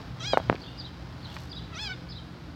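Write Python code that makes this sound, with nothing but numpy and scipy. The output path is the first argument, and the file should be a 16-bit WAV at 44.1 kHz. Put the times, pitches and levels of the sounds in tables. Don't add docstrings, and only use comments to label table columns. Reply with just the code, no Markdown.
import sys
import numpy as np
from scipy import signal
from scipy.fft import rfft, irfft
from scipy.io import wavfile
from scipy.ndimage import uniform_filter1d

SR = 44100
rng = np.random.default_rng(int(sys.argv[2]) if len(sys.argv) > 2 else 0)


def wav_out(sig):
    wavfile.write(sys.argv[1], SR, np.round(np.clip(np.atleast_2d(sig).T, -1, 1) * 32767).astype(np.int16))


N = 112454
T = np.arange(N) / SR


def undb(db):
    return 10 ** (np.asarray(db) / 20)


def unit(x):
    return x / np.sqrt(np.mean(x ** 2))


def curves(rows, t=T):
    times, *columns = np.array(rows, float).T
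    return [np.interp(t, times, column) for column in columns]


def during(rows, t=T):
    return (t >= rows[0][0]) & (t <= rows[-1][0])


def walk(rate_hz, size=N):
    count = N if size == N else SR // 2
    f = np.fft.rfftfreq(count, 1 / SR)
    spectrum = rfft(rng.standard_normal(count)) / (1 + (f / rate_hz) ** 4)
    return unit(irfft(spectrum, count))[:size]


def phase_of(hz):
    return 2 * np.pi * np.cumsum(hz) / SR


def colour(x, points):
    hz, db = np.array(points, float).T
    f = np.fft.rfftfreq(N, 1 / SR) + 1
    return unit(irfft(rfft(x) * undb(np.interp(np.log(f), np.log(hz), db)), N))


def lowpass(x, hz, order=2):
    return signal.sosfilt(signal.butter(order, hz, fs=SR, output="sos"), x)


def ring(x, hz, t60):
    r = np.exp(-np.log(1000) / (t60 * SR))
    return signal.lfilter([1 - r, 0, r - 1], [1, -2 * r * np.cos(2 * np.pi * hz / SR), r * r], x) / 2


def fade(t, t60):
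    return np.exp(-np.log(1000) * t / t60)


def add(out, start, x):
    i = int(start * SR)
    out[i:i + len(x)] += x[:N - i]


def distance():
    # frequency in Hz, relative level in dB.
    air_colour = [(20, -59), (38, -32), (58, -4), (130, -6), (200, -10), (290, -10.5), (420, -18.5),
                  (800, -23), (1500, -23.5), (2300, -30.5), (4700, -31.5), (6500, -45), (9000, -53),
                  (15500, -56.5)]
    # frequency in Hz, level in dB, widest waver in dB.
    hum_lines = [(61.7, -51, 9), (83.2, -49.5, 1), (124.2, -46, 5.5), (169.6, -48.5, 5), (295, -58, 5.5)]
    # time in seconds, pitch in Hz, level in dB.
    far_tone = [(1.8, 353, -71), (1.87, 403, -52.5), (1.95, 483, -52), (2.08, 548, -56)]
    swell = undb(-45 + .6 * walk(3))
    air = colour(rng.standard_normal(N), air_colour) * swell
    hum = 0
    for hz, db, waver_db in hum_lines:
        level = undb(db + waver_db * np.tanh(walk(6.1)))
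        hum += level * np.sin(phase_of(hz * (1 + 0.01192 * walk(6.43))))
    hz, db = curves(far_tone)
    level = undb(db + 2 * walk(22)) * during(far_tone)
    tone = level * np.sin(phase_of(hz * (1 + 0.0203 * walk(27.5))))
    return air + hum + tone


def leaves():
    # time in seconds, level in dB.
    rustle = [(0, -49.5), (.08, -52.5), (.56, -50.5), (.7, -53), (1.2, -55), (1.36, -49.5), (1.53, -55.5),
              (2.1, -56.5), (2.55, -66)]
    # frequency in Hz, relative level in dB.
    rustle_colour = [(200, -12), (800, 6), (2500, -6), (5000, -6.5), (7000, -22.5), (10000, -32.5),
                     (15500, -29.5)]
    # start in seconds, peak in dB, centre in Hz, t60 in seconds.
    snaps = [(0.5545, -29, 2420, 0.0053), (0.5615, -30.5, 1720, 0.0044), (1.343, -38, 4050, 0.037),
             (1.366, -29.5, 2360, 0.016), (1.3653, -29, 1010, 0.032), (1.386, -40, 4000, 0.031)]
    crackles_per_s = 2500
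    crackles = rng.standard_normal(N) * (rng.random(N) < crackles_per_s / SR)
    out = colour(crackles, rustle_colour) * undb(curves(rustle)[0])
    t = T[:SR // 20]
    for start, db, hz, t60 in snaps:
        burst = rng.standard_normal(len(t)) * fade(t, t60)
        snap = lowpass(ring(burst, hz, t60=0.0021), 2 * hz, order=4)
        add(out, start, undb(db) * snap / abs(snap).max())
    return out


def grip():
    # time in seconds, level in dB.
    levels = [(0, -37.5), (.2, -45.5), (.4, -42.5), (.52, -37), (.6, -51)]
    rumble = lowpass(ring(rng.standard_normal(N), hz=110, t60=0.084), 420)
    return unit(rumble) * undb(curves(levels)[0]) * during(levels)


def throat(hz, mouth, upper_hz):
    # centre in Hz with the mouth shut, then open, width in Hz,
    # gain in dB shut, then open.
    resonances = [(1500, 1230, 455, 6, -8.5), (2380, 2170, 366, 1.5, -1), (2900, 3480, 200, -10.5, 14.5),
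                  (3560, 3910, 770, -6.5, 12), (4520, 5230, 190, -13, 2), (5650, 7270, 2300, -25, -9),
                  (14600, 15400, 1200, -40, -37)]
    leak_db, upper_db, upper_width_hz = -52, -4.5, 760
    gain = undb(leak_db)
    for shut_hz, open_hz, width, shut_db, open_db in resonances:
        centre = shut_hz + (open_hz - shut_hz) * mouth
        peak = undb(shut_db + (open_db - shut_db) * mouth)
        gain += peak / (1 + (2 * (hz - centre) / width) ** 2)
    return gain + undb(upper_db) / (1 + (2 * (hz - upper_hz) / upper_width_hz) ** 4)


def mew(rows):
    glide_s, jitter, rasp_jitter = 0.014, 0.0025, 0.019
    fundamental_db, dip_db, dip_hz = -16, -9, 10800
    flutter_hz, shimmer_db = 280, 2.5
    on = during(rows)
    hz, db, mouth, rasp_db, upper_hz = curves(rows, T[on])
    hz = uniform_filter1d(hz, int(glide_s * SR))
    hz *= 1 + (jitter + rasp_jitter * undb(rasp_db)) * walk(95)[on]
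    phase, size = phase_of(hz), len(hz)
    voice, power = 0, 0
    for k in range(1, 21):
        gain = throat(k * hz, mouth, upper_hz) + (k == 1) * undb(fundamental_db)
        gain *= undb(dip_db * np.exp(-((k * hz - dip_hz) / 2000) ** 2))
        flutter = (walk(flutter_hz, size) + 1j * walk(flutter_hz, size)) / 2
        rasp = undb(rasp_db) * (k / 3.6) * flutter
        shimmer = undb(shimmer_db * walk(68, size))
        harmonic = np.exp(1j * (k * phase + 2 * np.pi * rng.random()))
        voice += gain * np.real((shimmer + rasp) * harmonic)
        power += gain ** 2 / 2
    out = np.zeros(N)
    out[on] = voice / np.sqrt(power) * undb(db)
    return out


def kitten():
    # time in seconds, pitch in Hz, level in dB, mouth opening from 0 to 1,
    # rasp in dB, upper resonance in Hz.
    mews = [
        [(.197, 681, -54, .8, -17, 5900), (.206, 638.4, -42, 0.43, -13, 5800),
         (.224, 644, -41.5, 0.45, -9, 5800), (.243, 711.5, -38, 0.49, -11, 5400),
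         (.272, 827, -35.5, 0.58, -19, 5850), (.295, 826.5, -35, 0.57, -35, 5000),
         (.318, 819, -32.5, 0.61, -24, 4950), (.339, 759, -31.5, 0.29, -13, 3900),
         (.36, 715, -40.5, 0, -26, 2920), (.38, 750, -71, 0, -25, 3000)],
        [(1.715, 692, -58, 0, -9, 1400), (1.73, 673, -46.5, 0, -20, 1400), (1.757, 609, -43.5, 0.1, -7, 5700),
         (1.775, 688, -40.5, 0.22, -19, 6050), (1.797, 827.5, -38.5, 0.37, -17, 4400),
         (1.824, 877, -37.5, 0.5, -9.5, 5040), (1.86, 824, -36.5, 0.5, -9.5, 4980),
         (1.884, 760, -37.5, 0.28, -20, 4130), (1.898, 740, -40, 0.1, -19, 5860),
         (1.92, 759, -36.5, 0, -15, 4400), (1.942, 708, -46, 0.02, -25, 3300), (1.96, 707, -66, 0, -20, 3000)],
    ]
    direct = sum(mew(rows) for rows in mews)
    return direct + undb(-17.5) * yard(direct)


def yard(x, t60=0.65, delay_s=0.0069):
    t, echoes_per_s = T[:SR // 2], 410
    taps = rng.standard_normal(len(t)) * (rng.random(len(t)) < echoes_per_s / SR)
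    taps *= fade(t, t60) * (t > delay_s)
    return signal.fftconvolve(x, taps / np.linalg.norm(taps))[:N]


def smear(x, hz, width):
    w = np.tan(np.pi * hz / SR)
    a = np.array([1 + width * w + w * w, 2 * (w * w - 1), 1 - width * w + w * w])
    return signal.lfilter(a[::-1], a, x)


def bumps():
    # start in seconds, the knock's peak in dB, its ring in Hz, its t60 in seconds,
    # hardness as a cutoff in Hz, thud in dB relative to the knock.
    hits = [(0.334, -8.5, 593, 0.012, 1500, -43), (0.3415, -14.5, 597, 0.0074, 1500, -15),
            (0.373, -3, 630, 0.0053, 1710, -47), (0.3799, -26.5, 855, 0.0091, 1400, -3.5),
            (.4, -22.5, 670, 0.0073, 2040, -7), (0.4983, -4.5, 287, 0.0023, 2200, -14),
            (0.516, -26, 261, 0.0028, 790, -1), (0.5273, -17.5, 564, 0.0022, 1900, -7),
            (0.5471, -27, 395, 0.011, 910, -12)]
    out, t = np.zeros(N), T[:SR // 8]
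    impulse = 1. * (t == 0)
    for start, db, hz, t60, hard_hz, thud_db in hits:
        push = lowpass(lowpass(impulse, hard_hz), 2930)
        knock = smear(ring(push, hz, t60), hz=1160, width=4.4)
        thud = ring(push, hz=189, t60=0.025)
        buzz = ring(rng.standard_normal(len(t)), hz=644, t60=0.0086)
        rattle = unit(lowpass(buzz, hard_hz)) * fade(t, t60=0.12)
        bump = knock / abs(knock).max() + undb(thud_db) * thud / abs(thud).max() + undb(-28) * rattle
        add(out, start, undb(db) * bump)
    return out


def scrape():
    # time in seconds, level in dB.
    levels = [(.368, -88.5), (.378, -51.5), (.42, -92), (1.22, -77), (1.35, -58), (1.45, -60), (1.65, -85)]
    # frequency in Hz, relative level in dB.
    scrape_colour = [(1000, -9), (6000, 9), (9000, -3.5), (15500, -11)]
    ticks_per_s, spread_db = 2000, 5
    ticks = rng.choice([-1, 1], N) * (rng.random(N) < ticks_per_s / SR)
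    strength = undb(spread_db * np.minimum(rng.exponential(size=N), 5))
    tail = rng.standard_normal(SR // 100) * fade(T[:SR // 100], t60=0.012)
    hiss = colour(signal.fftconvolve(ticks * strength, tail)[:N], scrape_colour)
    return hiss * undb(curves(levels)[0]) * during(levels)


def bird():
    # seconds from its start, pitch in Hz, relative level in dB.
    shape = [(.002, 4400, -9), (.009, 5080, -7.5), (.03, 4720, -3.5), (.034, 4465, -4), (.039, 3514, -5),
             (.06, 3450, -18.5), (.072, 3780, -6), (.091, 4002, -3), (.098, 3104, -10.5), (.11, 3150, -9)]
    # start in seconds, level in dB, pitch ratio, length ratio, echo in dB.
    chirps = [(.611, -44, .92, 0.71, -2.5), (.774, -41.5, 1.005, 0.99, -9),
              (1.222, -46.5, 0.88, 0.92, -3.5), (1.491, -40.5, .995, 1.0, -4.5),
              (2.087, -41.5, 1.012, 0.99, -6.5)]
    warble, flicker_db, foliage_db = .02, 3.4, -2
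    out = 0
    for start, db, pitch, length, echo_db in chirps:
        t = (T - start) / length
        hz, shape_db = curves(shape, t)
        phase = phase_of(hz * pitch * (1 + warble * walk(330)))
        level = undb(db + shape_db + flicker_db * walk(140)) * during(shape, t)
        call = np.sqrt(2) * np.sin(phase) * level
        direct = call / (1 + undb(echo_db) ** 2)
        foliage = undb(foliage_db) * yard(call, t60=0.073, delay_s=0)
        out += direct + foliage + undb(echo_db) * yard(call)
    return out


def scene():
    return (kitten() + bird() + bumps() + grip() + leaves() + scrape() + distance())[None]


def record(dry):
    top_hz = 15900
    return signal.sosfilt(signal.ellip(10, .2, 70, top_hz, fs=SR, output="sos"), dry)


dry = scene()
out = record(dry)
wav_out(out)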